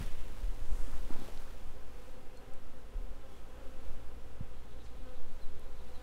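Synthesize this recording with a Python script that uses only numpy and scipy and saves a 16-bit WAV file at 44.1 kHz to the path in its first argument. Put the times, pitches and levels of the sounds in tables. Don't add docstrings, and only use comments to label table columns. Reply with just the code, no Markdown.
import sys
import numpy as np
from scipy import signal
from scipy.fft import rfft, irfft, next_fast_len
from scipy.io import wavfile
from scipy.ndimage import map_coordinates

SR = 44100
rng = np.random.default_rng(int(sys.argv[2]) if len(sys.argv) > 2 else 0)


def wrap_up_sound(samples):
    columns = np.atleast_2d(samples).T
    tamed = np.clip(columns, -1, 1)
    steps = np.round(tamed * 32767).astype(np.int16)
    wavfile.write(sys.argv[1], SR, steps)


N = 265878


def amp(db):
    return 10 ** (np.asarray(db) / 20)

def unit(x):
    return x / np.sqrt(np.mean(x ** 2) + 1e-20)

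def clock():
    return np.arange(N) / SR

def curves(rows):
    times, *columns = np.transpose(rows)
    return [np.interp(clock(), times, column) for column in columns]

def wobble(rate):
    coarse = np.linspace(0, N / SR, 4096)
    knots = rng.standard_normal(2048)
    return np.interp(clock(), coarse, map_coordinates(knots, [coarse * rate], mode="mirror"))

def filtered(x, gain):
    size = next_fast_len(N + SR // 2)
    hz = np.fft.rfftfreq(size, 1 / SR) + 1e-3
    return irfft(rfft(x, size) * gain(hz), size)[:N]

def coloured(x, points):
    point_hz, db = np.transpose(points)
    return unit(filtered(x, lambda hz: amp(np.interp(np.log(hz), np.log(point_hz), db))))

def band(centre_hz, octaves):
    noise = rng.standard_normal(N)
    return unit(filtered(noise, lambda hz: np.exp(-.25 * (np.log2(hz / centre_hz) / octaves) ** 2)))

def swell(peak_s, width_s):
    return np.exp(-.5 * ((clock() - peak_s) / width_s) ** 2)

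def thud(start_s, db, hz, t60, top_harmonic=3):
    age = np.maximum(clock() - start_s, 0)
    onset = 1 - np.exp(-(age * hz / .14) ** 2)
    push = amp(db - 60 * age / t60) * np.sin(2 * np.pi * hz * age) * onset
    return -filtered(push, lambda f: 1 / (1 + (f / (top_harmonic * hz)) ** 10))

def bees(harmonics, beat_hz, spread, wander, flutter, roam_db, count):
    order, db = np.transpose(harmonics)
    cycle = np.linspace(0, 1, 513)
    buzz = np.zeros(N)
    for detune in np.linspace(-1, 1, count):
        phases = rng.random((len(db), 1))
        stroke = amp(db) @ np.sin(2 * np.pi * (np.round(order)[:, None] * cycle + phases))
        pitch = beat_hz * (1 + spread * detune + wander * wobble(2.5) + flutter * wobble(22))
        nearness = amp(roam_db * (wobble(1.68) + 1.02 * wobble(9)))
        buzz += unit(nearness) * np.interp(np.cumsum(pitch) / SR % 1, cycle, stroke)
    return unit(buzz)


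# multiple of the wingbeat, relative level in dB.
FLIGHT_STROKE = [(1, -4), (2, -0.5), (3, -9.5), (4, -12.5), (5, -12), (6, -14.5), (7, -23), (8, -23.5),
                 (9, -30), (10, -19.5), (11, -19.5), (12, -28), (13, -21)]
FANNING_STROKE = [(1, -4), (2, 0), (3, -17.5), (4, -10.5), (5, -9), (6, -19)]
# time in seconds, mean wingbeat in Hz, level in dB.
CLOSE_BEES = [(0, 262.3, -69), (.85, 257.2, -66.5), (1.35, 261.4, -65.5), (1.9, 253.4, -64.5),
              (2.4, 255.3, -63.5), (2.7, 262, -65.5), (3.0, 255.8, -70), (3.25, 265.8, -66.5),
              (3.65, 259.7, -61.5), (4.0, 246.6, -64.5), (4.35, 254.2, -65.5), (5.0, 256.6, -67),
              (5.45, 249.3, -66.5), (6.0, 258.7, -65)]
# frequency in Hz, relative gain in dB.
CLOSE_COLOUR = [(250, -3.5), (500, -0.5), (780, 1.5), (1500, 2), (3500, 2)]

def hive():
    swarm = bees(FLIGHT_STROKE, 250.56, spread=.075, wander=.04, flutter=.01, roam_db=1.64, count=18)
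    close_hz, close_db = curves(CLOSE_BEES)
    close = bees(FLIGHT_STROKE, close_hz, spread=.034, wander=.028, flutter=.011, roam_db=2.5, count=5)
    fanning = bees(FANNING_STROKE, 202.05, spread=.03, wander=.025, flutter=.00987, roam_db=5, count=6)
    swarm_db = -63.5 + 1.3 * wobble(1.86)
    return amp(swarm_db) * swarm + amp(close_db) * coloured(close, CLOSE_COLOUR) + amp(-67) * fanning


# frequency in Hz, relative noise density in dB.
AIR_SPECTRUM = [(30, 13.5), (70, 8.5), (110, 2.5), (160, 0), (300, 0.36), (620, -4.5), (1200, -9.5),
                (2000, -13.5), (3200, -16.5), (5000, -21.5), (8000, -24), (12000, -27), (15700, -30.5)]

def garden_air():
    return amp(-55 + .41 * wobble(2.6)) * coloured(rng.standard_normal(N), AIR_SPECTRUM)


# frequency in Hz, base level in dB.
MOTOR_TONES = [(56, -58.5), (99, -73.5), (113, -71.5)]
# time in seconds, gain in dB.
MOTOR_GAIN = [(0, 4.5), (2.5, -0.5), (3.6, 1.5), (4.3, 5), (5.2, 2), (6, 5)]

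def far_motor():
    hum = np.zeros(N)
    for hz, db in MOTOR_TONES:
        level = np.sqrt(2) * amp(db + 1.7 * wobble(2.86))
        pitch = hz * (1 + .00967 * wobble(3.97))
        hum += level * np.sin(2 * np.pi * np.cumsum(pitch) / SR)
    return hum * amp(curves(MOTOR_GAIN)[0])


# peak time and width in seconds, strength in dB against the calm.
MIC_GUSTS = [(0.114, 0.25, 11.5), (0.83, 0.17, 14), (1.45, 0.39, 2), (3.03, 0.054, -6), (3.895, 0.041, 7.5),
             (5.293, 0.22, -1.5)]

def breeze(linger_s=.029, eddy_share=.75):
    gusts = sum(amp(db) * swell(s, width) for s, width, db in MIC_GUSTS)
    pole = np.exp(-1 / (linger_s * SR))
    lingering = signal.lfilter([1 - pole], [1, -pole], gusts)
    sway_spectrum = [(.5, -32), (2, -5.5), (4, -1.5), (7, -3), (12, -12.5), (22, -35), (50, -51),
                     (150, -120)]
    eddy_spectrum = [(12, 6), (22, 3), (40, -10.5), (70, -17.5), (130, -34.5), (400, -64)]
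    sway = amp(-36) * (1 + lingering) * coloured(rng.standard_normal(N), sway_spectrum)
    eddies = amp(-47.5) * (1 + eddy_share * gusts) * coloured(rng.standard_normal(N), eddy_spectrum)
    return signal.windows.tukey(N, .02) * (sway + eddies)


# peak time and width in seconds, centre in Hz, scuff and crunch in dB.
BOOT_SCUFFS = [(0.003, 0.021, 78.6, -38, -59), (0.883, 0.043, 242, -59, -72), (1.106, 0.003, 400, -44, -64),
               (1.184, 0.099, 176, -56, -71), (1.284, 0.035, 420, -63.5, -76)]

def boot_scuffs():
    crunch = band(910, octaves=.78)
    return sum(swell(s, width) * (amp(db) * band(hz, octaves=.68) + amp(crunch_db) * crunch)
               for s, width, hz, db, crunch_db in BOOT_SCUFFS)


# time in seconds, base level in dB.
NET_PULL = [(0.02, -58), (0.078, -62), (0.104, -66), (0.688, -68.5), (0.778, -65), (.93, -65.5),
            (1.09, -64.5), (1.245, -63.5), (1.496, -66.5), (1.8, -75.5)]
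# peak time and width in seconds, level in dB.
NET_TUGS = [(2.017, 0.086, -65.5), (3.35, 0.068, -67.5), (3.676, 0.065, -68), (3.9, 0.11, -66),
            (5.35, 0.099, -71), (5.972, 0.18, -64.5)]
# frequency in Hz, relative noise density in dB.
MESH_SPECTRUM = [(300, 13.5), (900, 8.5), (1600, 5), (2800, 3), (4500, -0.5), (8000, -3.5), (12000, -7),
                 (15700, -9.5)]

def net_rustle(crinkles_per_s=45, pull_gain_db=7, settle_db_per_s=33, held_db=-77):
    grain_db = 2.5 * rng.standard_normal(N // 32 + 1).repeat(32)[:N]
    grains = rng.standard_normal(N) * amp(grain_db)
    crinkles = (rng.random(N) < crinkles_per_s / SR) * rng.uniform(-1, 1, N)
    rustle = coloured(unit(grains) + amp(-11.5) * unit(crinkles), MESH_SPECTRUM)
    since_pull = np.maximum(clock() - NET_PULL[-1][0], 0)
    pull = amp(curves(NET_PULL)[0] + pull_gain_db - settle_db_per_s * since_pull)
    tug_power = sum((amp(db) * swell(s, width)) ** 2 for s, width, db in NET_TUGS)
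    motion = np.sqrt(pull ** 2 + tug_power + amp(held_db) ** 2)
    return motion * amp(.57 * wobble(25)) * rustle


# peak time and width in seconds, centre in Hz, level in dB.
CLOTH_SWISHES = [(0.073, 0.013, 9400, -70), (0.12, 0.19, 2480, -67), (0.806, 0.12, 7300, -66),
                 (1.227, 0.04, 3540, -65.5), (1.24, 0.04, 11500, -70), (4.853, 0.016, 6000, -69),
                 (4.864, 0.0079, 3380, -64.5), (4.865, 0.0074, 1500, -65)]

def overalls():
    return sum(amp(db) * swell(s, width) * band(hz, octaves=.3) for s, width, hz, db in CLOTH_SWISHES)


# start in seconds, level in dB, pitch in Hz.
SNAG_TICKS = [(.367, -45, 7900), (.444, -41, 11000), (.92, -41, 12500), (1.3757, -37, 4100),
              (1.428, -44, 10000), (1.661, -51, 7400), (2.374, -41.5, 7400), (2.537, -40.5, 8600),
              (5.596, -40, 10630)]

def net_snags(ring_cycles=6.8):
    sound = np.zeros(N)
    for s, db, hz in SNAG_TICKS:
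        age = np.maximum(clock() - s, 0)
        sound += amp(db - 60 * age * hz / ring_cycles) * np.sin(2 * np.pi * hz * age)
    return sound


# start in seconds, strength in dB, pitch in Hz, t60 in seconds.
PUFFS_AND_KNOCKS = [(0.432, -26.5, 32.8, 0.51), (0.612, -30, 42, 0.16), (0.711, -22, 37.4, 0.17),
                    (.875, -43, 262, 0.079), (0.929, -30.5, 45.2, 0.14), (1.105, -34, 278, 0.036),
                    (1.161, -36.5, 423, 0.015), (1.191, -35, 230, 0.022), (1.219, -36, 260, .018),
                    (1.286, -37.5, 432, 0.02), (2.95, -25, 28.48, 0.3), (3.023, -36, 29.2, 0.18),
                    (3.1, -31.5, 38, 0.076), (4.409, -15.5, 95, 0.013), (4.425, -34, 52, .09)]
PUFF_TOP_HZ = 100

def wind_puffs():
    return sum(thud(s, db, hz, t60) for s, db, hz, t60 in PUFFS_AND_KNOCKS if hz < PUFF_TOP_HZ)

def boot_knocks():
    return sum(thud(s, db, hz, t60) for s, db, hz, t60 in PUFFS_AND_KNOCKS if hz >= PUFF_TOP_HZ)


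# peak time and width in seconds, wingbeat in Hz, level in dB.
FLYBYS = [(0.84, 0.08, 252, -59), (1.326, 0.113, 265, -65), (2.094, 0.122, 262, -62.5),
          (2.998, 0.063, 254, -61), (3.14, 0.04, 282.6, -64.5), (3.3, 0.1, 267, -66),
          (3.649, 0.069, 272.8, -67), (3.921, 0.089, 239.4, -64), (4.92, 0.11, 261, -67.5),
          (5.08, .06, 255.8, -62.5), (5.702, 0.041, 251.4, -68), (5.949, 0.087, 254.5, -69)]

def passing_bees(pitch_shift=.012):
    sound = np.zeros(N)
    for s, width, hz, db in FLYBYS:
        pitch = hz * (1 - pitch_shift * np.tanh((clock() - s) / width))
        bee = bees(FLIGHT_STROKE, pitch, spread=0, wander=.006, flutter=.008, roam_db=3.5, count=1)
        sound += amp(db) * swell(s, width) * bee
    return sound


# peak time and width in seconds, centre in Hz, level in dB.
HEM_SCRAPES = [(0.912, 0.17, 1120, -63), (1.17, 0.075, 895, -61), (1.306, 0.045, 604, -69),
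               (1.472, 0.048, 1093, -63.5)]

def net_hem(catch_db=2.5):
    catching = unit(amp(catch_db * wobble(69.5)))
    return catching * sum(amp(db) * swell(s, width) * band(hz, octaves=.38)
                          for s, width, hz, db in HEM_SCRAPES)


# peak time and half-length in seconds,
# start and end pitch in Hz, level in dB, phase blur in radians.
BIRD_NOTES = [(2.152, 0.043, 4340, 4230, -76, .4), (2.377, 0.03, 4290, 4240, -66, .25),
              (3.34, 0.083, 3330, 3260, -71.5, 1.2), (4.813, 0.029, 3725, 3940, -68.5, 1),
              (5.43, 0.026, 4350, 3800, -64, 1.2), (5.962, 0.032, 4240, 3800, -64.5, 1.4)]

def bird(twitter_start_s=4.45, twitter_rise_s=.15):
    whistles = np.zeros(N)
    for s, half, start_hz, end_hz, db, blur in BIRD_NOTES:
        pitch = np.interp(clock(), [s - half, s + half], [start_hz, end_hz])
        scatter = blur * wobble(400)
        level = amp(db + wobble(90)) * swell(s, half / 2)
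        whistles += level * np.sin(2 * np.pi * np.cumsum(pitch) / SR + scatter)
    fade_in = np.clip((clock() - twitter_start_s) / twitter_rise_s, 0, 1)
    twitter = amp(-76.5 + 1.98 * wobble(25)) * band(3660, octaves=.17)
    return whistles + fade_in * twitter


def scene():
    buzz = hive() + passing_bees()
    keeper = net_rustle() + net_hem() + net_snags() + overalls() + boot_scuffs() + boot_knocks()
    surroundings = bird() + breeze() + wind_puffs() + garden_air() + far_motor()
    return (buzz + keeper + surroundings)[None]

def record(dry):
    return filtered(dry[0], lambda hz: hz < 15720)[None]


dry = scene()
out = record(dry)
wrap_up_sound(out)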